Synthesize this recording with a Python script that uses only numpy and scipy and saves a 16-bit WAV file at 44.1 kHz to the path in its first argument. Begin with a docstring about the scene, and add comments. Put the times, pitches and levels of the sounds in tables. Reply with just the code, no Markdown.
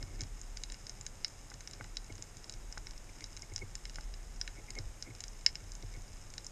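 """A sealed camera on a wooden shaft sits just under the sea surface while a diver turns a speared fish.
From the start the water hisses, three faint tones whine, the shaft sways and hums in the swell, and far
shrimp crackle. At once gear begins to rub, slip and jolt the shaft, and near shrimp snap, making the
camera housing ring; both go on throughout. Between 1.5 and 4 s gear knocks dully on the wood five times,
with a bright tick on the knock at 2.78 s. The loudest snap comes near 5.5 s."""
import sys
import numpy as np
from scipy import signal
from scipy.fft import rfft, irfft
from scipy.io import wavfile
from scipy.ndimage import uniform_filter1d

SR = 44100
rng = np.random.default_rng(int(sys.argv[2]) if len(sys.argv) > 2 else 0)


def transcribe(signal):
    """Save signal, clipped to [-1, 1], as a 16-bit WAV file at the path in sys.argv[1]."""
    frames = np.atleast_2d(signal).T
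    limited = np.clip(frames, -1, 1)
    pcm = np.round(limited * 32767).astype(np.int16)
    wavfile.write(sys.argv[1], SR, pcm)


N = 287091   # samples, about 6.5 s


def from_db(db):
    """Turn decibels into a number to multiply by."""
    return 10 ** (np.asarray(db) / 20)


def unit_level(x):
    """Scale a sound so its average strength (rms) is 1."""
    return x / np.sqrt(np.mean(x ** 2) + 1e-20)


def resonance(x, hz, width_hz):
    """Let through only the sound close to one pitch."""
    r = np.exp(-np.pi * width_hz / SR)
    feedback = [1, -2 * r * np.cos(2 * np.pi * hz / SR), r * r]
    return signal.lfilter([(1 - r * r) / 2, 0, (r * r - 1) / 2], feedback, x)


def ring(clicks, hz, fade_s):
    """Each click starts a tone that fades by 60 dB in fade_s."""
    r, w = from_db(-60 / (fade_s * SR)), 2 * np.pi * hz / SR
    return signal.lfilter([0, np.sin(w)], [1, -2 * r * np.cos(w), r * r], clicks + 1e-18)


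def strikes(times, db):
    """Place single clicks at the given times and levels."""
    clicks = np.zeros(N)
    np.add.at(clicks, np.round(np.asarray(times) * SR).astype(int), from_db(db))
    return clicks


# How strong the wash is from low to high: f/Hz, relative level/dB
WASH_COLOUR = [(8.8, -43), (15, 7.5), (46, -6.5), (239, -17.5), (1040, -24.5), (2200, -27), (3300, -32.5),
               (3920, -30), (4270, -36), (5080, -29), (5900, -30), (6500, -22.5), (7300, -27),
               (9310, -32.5), (10400, -41.5), (12400, -39), (14800, -55)]

def water(level_db=-53.5):
    """The sea's steady wash, coloured by the housing, with the microphone's hiss."""
    hz, db = np.transpose(WASH_COLOUR)
    all_hz = np.maximum(np.fft.rfftfreq(N, 1 / SR), 1)
    colour = from_db(np.interp(np.log(all_hz), np.log(hz), db))
    wash = irfft(rfft(rng.standard_normal(N)) * colour, N)
    return from_db(level_db) * unit_level(wash)


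# The tones of the whine: f/Hz, level/dB
WHINE_TONES = [(722, -80), (843, -78), (964, -100)]

def whine():
    """Three faint, slightly unsteady tones."""
    return sum(from_db(db) * unit_level(resonance(rng.standard_normal(N), hz, width_hz=2.4))
               for hz, db in WHINE_TONES)


# How hard the swell rocks the shaft: t/s, level/dB
SWELL_LEVELS = [(0, -44.5), (.15, -43.5), (.7, -46), (.95, -56), (1.08, -47.5), (1.3, -67.5), (1.55, -51),
                (1.68, -59), (1.85, -47), (2.1, -49.5), (2.3, -60), (2.65, -47.5), (2.85, -48), (3.0, -54),
                (3.6, -50.5), (3.85, -48), (4.0, -43), (4.5, -46.5), (4.62, -54), (4.87, -39), (5.0, -60.5),
                (5.3, -47.5), (5.48, -54), (5.86, -44), (6.2, -52), (6.51, -58)]

def sway(hz=34.07, width_hz=8.1):
    """Water pushes the shaft to and fro, making a deep, wavering rumble."""
    times, db = np.transpose(SWELL_LEVELS)
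    push = rng.standard_normal(N + SR)   # one spare second lets the motion build up
    rumble = resonance(resonance(push, hz, width_hz), hz, width_hz)[SR:]
    rumble /= np.sqrt(uniform_filter1d(rumble ** 2, 5000))   # even it out: the swell sets the level
    return from_db(np.interp(np.arange(N) / SR, times, db)) * rumble


# The shaft's own notes: f/Hz, width/Hz, relative level/dB
SHAFT_NOTES = [(95.7, 7.2, 0), (115.8, 11.5, -4.5), (311, 30, -16)]

def hum(level_db=-64.5):
    """Moving water keeps the shaft's notes sounding faintly."""
    push = rng.standard_normal(N + SR)
    return sum(from_db(level_db + db) * unit_level(resonance(push, hz, width)[SR:])
               for hz, width, db in SHAFT_NOTES)


def far_shrimp(snaps_per_s=350, weakest_db=-64.5):
    """Distant shrimp click at random, most of them weakly."""
    snapping = rng.random(N) < snaps_per_s / SR
    db = weakest_db + 3.85 * np.minimum(rng.exponential(1, N), 3.8)
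    return snapping * from_db(db) * rng.choice([-1, 1], N)


# Gear rubs, then slips: slip t/s, rub length/s, squeak level/dB, scuff level/dB, jolt level/dB
GEAR_SLIPS = [(0.026, 0.025, -52, -46, -43.5), (0.09, 0.036, -61.5, -58, -53), (0.16, 0.087, -61, -53, -52),
              (0.219, 0.045, -54, -50.5, -39), (0.256, 0.0496, -59.5, -54, -46.5),
              (0.994, .015, -76.5, -66, -48.5), (1.143, .015, -66, -62, -55),
              (1.539, 0.0134, -63.5, -60, -53.5), (1.71, 0.022, -60, -59, -51.5),
              (1.809, 0.022, -55.5, -48, -47), (2.106, .014, -49, -44.5, -46.5),
              (2.198, 0.023, -66, -52.5, -51), (2.535, 0.017, -64, -62.5, -50.5),
              (3.099, 0.012, -44.5, -59, -55), (3.226, 0.012, -46, -48, -53),
              (3.436, 0.0109, -47.5, -58, -54), (3.522, 0.0078, -54, -50.5, -46.5),
              (3.629, 0.021, -46, -43.5, -46), (4.602, .045, -53.5, -53.5, -55),
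              (4.707, 0.035, -47, -51, -56.5), (4.793, 0.048, -44.5, -44.5, -41),
              (5.094, 0.053, -53, -51.5, -47), (5.111, 0.011, -49, -59, -47),
              (5.62, .03, -61.5, -58, -48.5), (5.838, 0.0149, -55, -46, -43.5),
              (5.967, 0.038, -52, -52, -47), (6.09, 0.0163, -66, -65, -53.5), (6.2, 0.006, -71, -70.5, -57)]

def rubs(fade_share=0.37):
    """Gear drags on the mount: friction makes a high squeak and a low scuff that outlasts the slip."""
    squeak, scuff = np.zeros((2, N))
    for slip_s, length_s, squeak_db, scuff_db, _ in GEAR_SLIPS:
        size = round(length_s * SR)
        stroke = np.interp(np.arange(size) / size, [0, 1 - fade_share, 1], [0, 1, 0])
        start = round(slip_s * SR) - size
        squeak[start:start + size] += from_db(squeak_db) * stroke
        scuff[start:start + 2 * size] += from_db(scuff_db) * np.repeat(stroke[::-1], 2) ** 1.93
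    return friction(squeak, hz=2172.3, width_hz=174) + friction(scuff, hz=256, width_hz=300)


def friction(strength, hz, width_hz):
    """Rubbing noise, narrowed around one pitch."""
    noise = strength * rng.standard_normal(N)
    boost = np.sqrt(SR / np.pi / width_hz)   # makes up for the narrowing
    return boost * resonance(resonance(noise, hz, width_hz), hz, width_hz)


def jolts(jolt_s=0.01, lowest_hz=88):
    """Each slip jerks the shaft and sets its notes ringing."""
    times, jolt_db = np.transpose(GEAR_SLIPS)[[0, -1]]
    push_pull = np.gradient(np.hanning(round(jolt_s * SR))) / 2
    force = np.convolve(strikes(times, jolt_db), push_pull)[:N]
    bass_cut = signal.butter(2, lowest_hz, "high", fs=SR, output="sos")   # too brief to cause sway
    force = signal.sosfilt(bass_cut, force + 1e-18)
    return sum(from_db(db) * SR / (np.pi * width) * resonance(force, hz, width)
               for hz, width, db in SHAFT_NOTES)


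# Near snaps, plus the bright tick of the gear knock at 2.78 s:
# t/s, level/dB, extra level/dB for the housing's low notes, the same for its top notes
NEAR_CLICKS = [(0.0272, -40.5, -8, -14.5), (0.1923, -53, -8, -8.5), (0.2074, -32.5, -16, -15),
               (0.216, -40, -12, -3.5), (0.235, -42, -10, -12), (0.4146, -46, -27.5, -1.5),
               (0.5711, -34.5, -13.5, -14.5), (0.636, -33.5, -13.5, -7.5), (0.6996, -41.5, -10, -20),
               (0.7208, -43.5, -10, -1.6), (0.743, -40.5, -12, -24), (0.8676, -36.5, -21, -13),
               (0.8948, -35, -22.5, -12.5), (1.011, -47, -15, 0.5), (1.0647, -33.5, -15, -8.5),
               (1.2458, -25, -12, -20), (1.2805, -48, -16, -1), (1.5399, -44.5, -13, -8),
               (1.6066, -44.5, -10.5, -5), (1.501, -45, -24, -8.5), (1.6742, -30.5, -20, -21.5),
               (1.711, -47, -13, -2.66), (1.734, -38.5, -19, -18), (1.842, -49.5, -3, -7),
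               (1.9693, -29, -13.5, -17), (2.0443, -54, -14.5, -2.2), (2.124, -50, -6, -6.5),
               (2.1539, -52, -16.5, 0.5), (2.18, -46, -15, -16.5), (2.2235, -36.5, -20.5, -9),
               (2.369, -47.5, -13, -2.5), (2.4423, -44, -11, -14), (2.4957, -35, -13, -11),
               (2.5237, -45.5, -20.5, -8), (2.538, -42.5, -15, -11.5), (2.7248, -37, -19, -16),
               (2.778, -41, -13, -9), (2.869, -39, -10.5, -23), (2.9086, -38.5, -21, -17),
               (2.978, -46.5, -28, -17), (3.2069, -45.5, -7, -8), (3.241, -33.5, -21, -15),
               (3.3661, -41.5, -17, -10.5), (3.372, -45, -8, -4.5), (3.3936, -46.5, -35, -15),
               (3.421, -36, -40.5, -13.5), (3.537, -49, -22, -2.5), (3.561, -25.5, -22.5, -17),
               (3.579, -42, -7, -13), (3.59, -47, -11, -7.5), (3.753, -33.5, -17, -11),
               (3.8534, -38.5, -6, -12.5), (3.896, -40, -13.5, -15), (3.945, -48.5, -11, -9.5),
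               (3.9574, -40.5, -8.5, -9), (4.0086, -46, -15, -11), (4.139, -43.5, -10.5, -23),
               (4.413, -25, -18.5, -21.5), (4.4766, -42, 2, -8), (4.7047, -38, -15, -7.5),
               (4.753, -51.5, -3, 0), (4.787, -36, -12.5, -14.5), (5.0244, -33.5, -16.5, -15),
               (5.1503, -46.5, -14.5, -9), (5.205, -42, -10, -4.5), (5.2383, -29.5, -19.5, -17),
               (5.281, -44, -21, -6.5), (5.4105, -51.5, -12.5, -7), (5.4628, -14, -16.5, -19.5),
               (5.4898, -50, -2, -8.5), (5.5546, -35.5, -10, -15), (5.7188, -38.5, -29, -11),
               (5.752, -48, -18, -3.5), (5.825, -39.5, -22, -27), (5.9388, -49, -15, -12),
               (6.0202, -55.5, -20, -0.5), (6.0796, -46, -33, -23.5), (6.131, -50.5, -21.5, -8),
               (6.302, -47, -27, -9.5), (6.3381, -41.5, -11.5, -9), (6.3802, -33.5, -13, -14),
               (6.445, -44, -23.5, -6.5), (6.466, -38.5, -36, -6.5)]
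# The housing's own notes: f/Hz, relative level/dB, fade time/s
HOUSING_NOTES = [(1469.2, -3, 0.026), (1790, 1, 0.012), (2187, 2, 0.019), (2864, 2, 0.015),
                 (3319, -5, 0.017), (3928, 3, 0.021), (4493, -4.5, 0.032), (4880, -4.5, 0.012),
                 (5226, 2, 0.012), (5740, -2.5, 0.0073), (6390, 8.5, 0.012), (7164, 8, 0.0096),
                 (9000, -0.5, 0.0086)]
# Borders between its low, middle, main and top notes: f/Hz
NOTE_BORDERS = [3200, 4600, 5900]

def snaps_and_tick(paths=4, spread_s=0.003, path_loss_db=8, wall_band_hz=(1210, 9100)):
    """Shrimp snaps and one gear tick ring the housing; direction decides which notes ring most."""
    times, click_db, low_db, top_db = np.transpose(NEAR_CLICKS)
    near_db = [low_db, -3.5 + 0.58 * low_db, 0, top_db]   # low, middle, main, top
    far_db = [-14, -26, -3, -14]
    chance_db = rng.normal(0, 1.7, (len(times), len(HOUSING_NOTES), paths))
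    far = far_shrimp()
    # a near click arrives by several paths, the later ones weaker
    delays = np.c_[np.zeros(len(times)), np.sort(rng.uniform(0, spread_s, (len(times), paths - 1)))]
    ringing = np.zeros(N)
    for k, (hz, db, fade_s) in enumerate(HOUSING_NOTES):
        group = np.searchsorted(NOTE_BORDERS, hz)
        hit_db = click_db + near_db[group]
        near = sum(strikes(times + delays[:, p], hit_db + chance_db[:, k, p] - path_loss_db * p)
                   for p in range(paths))
        ringing += (-1) ** k * from_db(db) * ring(near + from_db(far_db[group]) * far, hz, fade_s)
    wall = signal.butter(4, wall_band_hz, "band", fs=SR, output="sos")   # what the housing lets in
    return signal.sosfilt(wall, with_echoes(ringing))


def with_echoes(clicks, echo_db=-39, fade_s=0.11):
    """The surface and bubbles add a dying spray of echoes to each click."""
    t = np.arange(1, 2000) / SR
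    spray = from_db(echo_db - 60 * t / fade_s) * rng.standard_normal(len(t))
    return signal.fftconvolve(clicks, np.r_[1, spray])[:N]


# Blows on the shaft: t/s, level/dB
GEAR_KNOCKS = [(1.517, -43.5), (1.81, -37.5), (1.845, -45.5), (2.775, -36.5), (3.985, -38.5)]
# The notes of struck wood: f/Hz, relative level/dB, fade time/s
WOOD_NOTES = [(234, -6, 0.015), (854.6, -13.5, 0.068), (1200, -13, 0.0208), (1506, 4, 0.01135),
              (2000, -5, 0.022)]

def knocks(contact_s=0.00026):
    """Gear bumps the wood; each blow rings its notes in a slightly different mix."""
    times, blow_db = np.transpose(GEAR_KNOCKS)
    chance_db = rng.normal(0, 1.7, (len(times), len(WOOD_NOTES)))
    ringing = sum(ring(strikes(times, blow_db + db + chance_db[:, k]), hz, fade_s)
                  for k, (hz, db, fade_s) in enumerate(WOOD_NOTES))
    contact = np.hanning(round(contact_s * SR))   # a soft touch dulls the sound
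    return np.convolve(ringing, contact / contact.sum())[:N]


def scene():
    """All the sounds add up at one microphone."""
    shaft = sway() + hum() + jolts()
    return (shaft + snaps_and_tick() + knocks() + rubs() + water() + whine())[None]


def record(dry):
    """The camera steeply cuts the treble, leaving almost nothing above 14900 Hz."""
    return signal.sosfilt(signal.cheby2(12, 60, 14900, fs=SR, output="sos"), dry)


dry = scene()
out = record(dry)
transcribe(out)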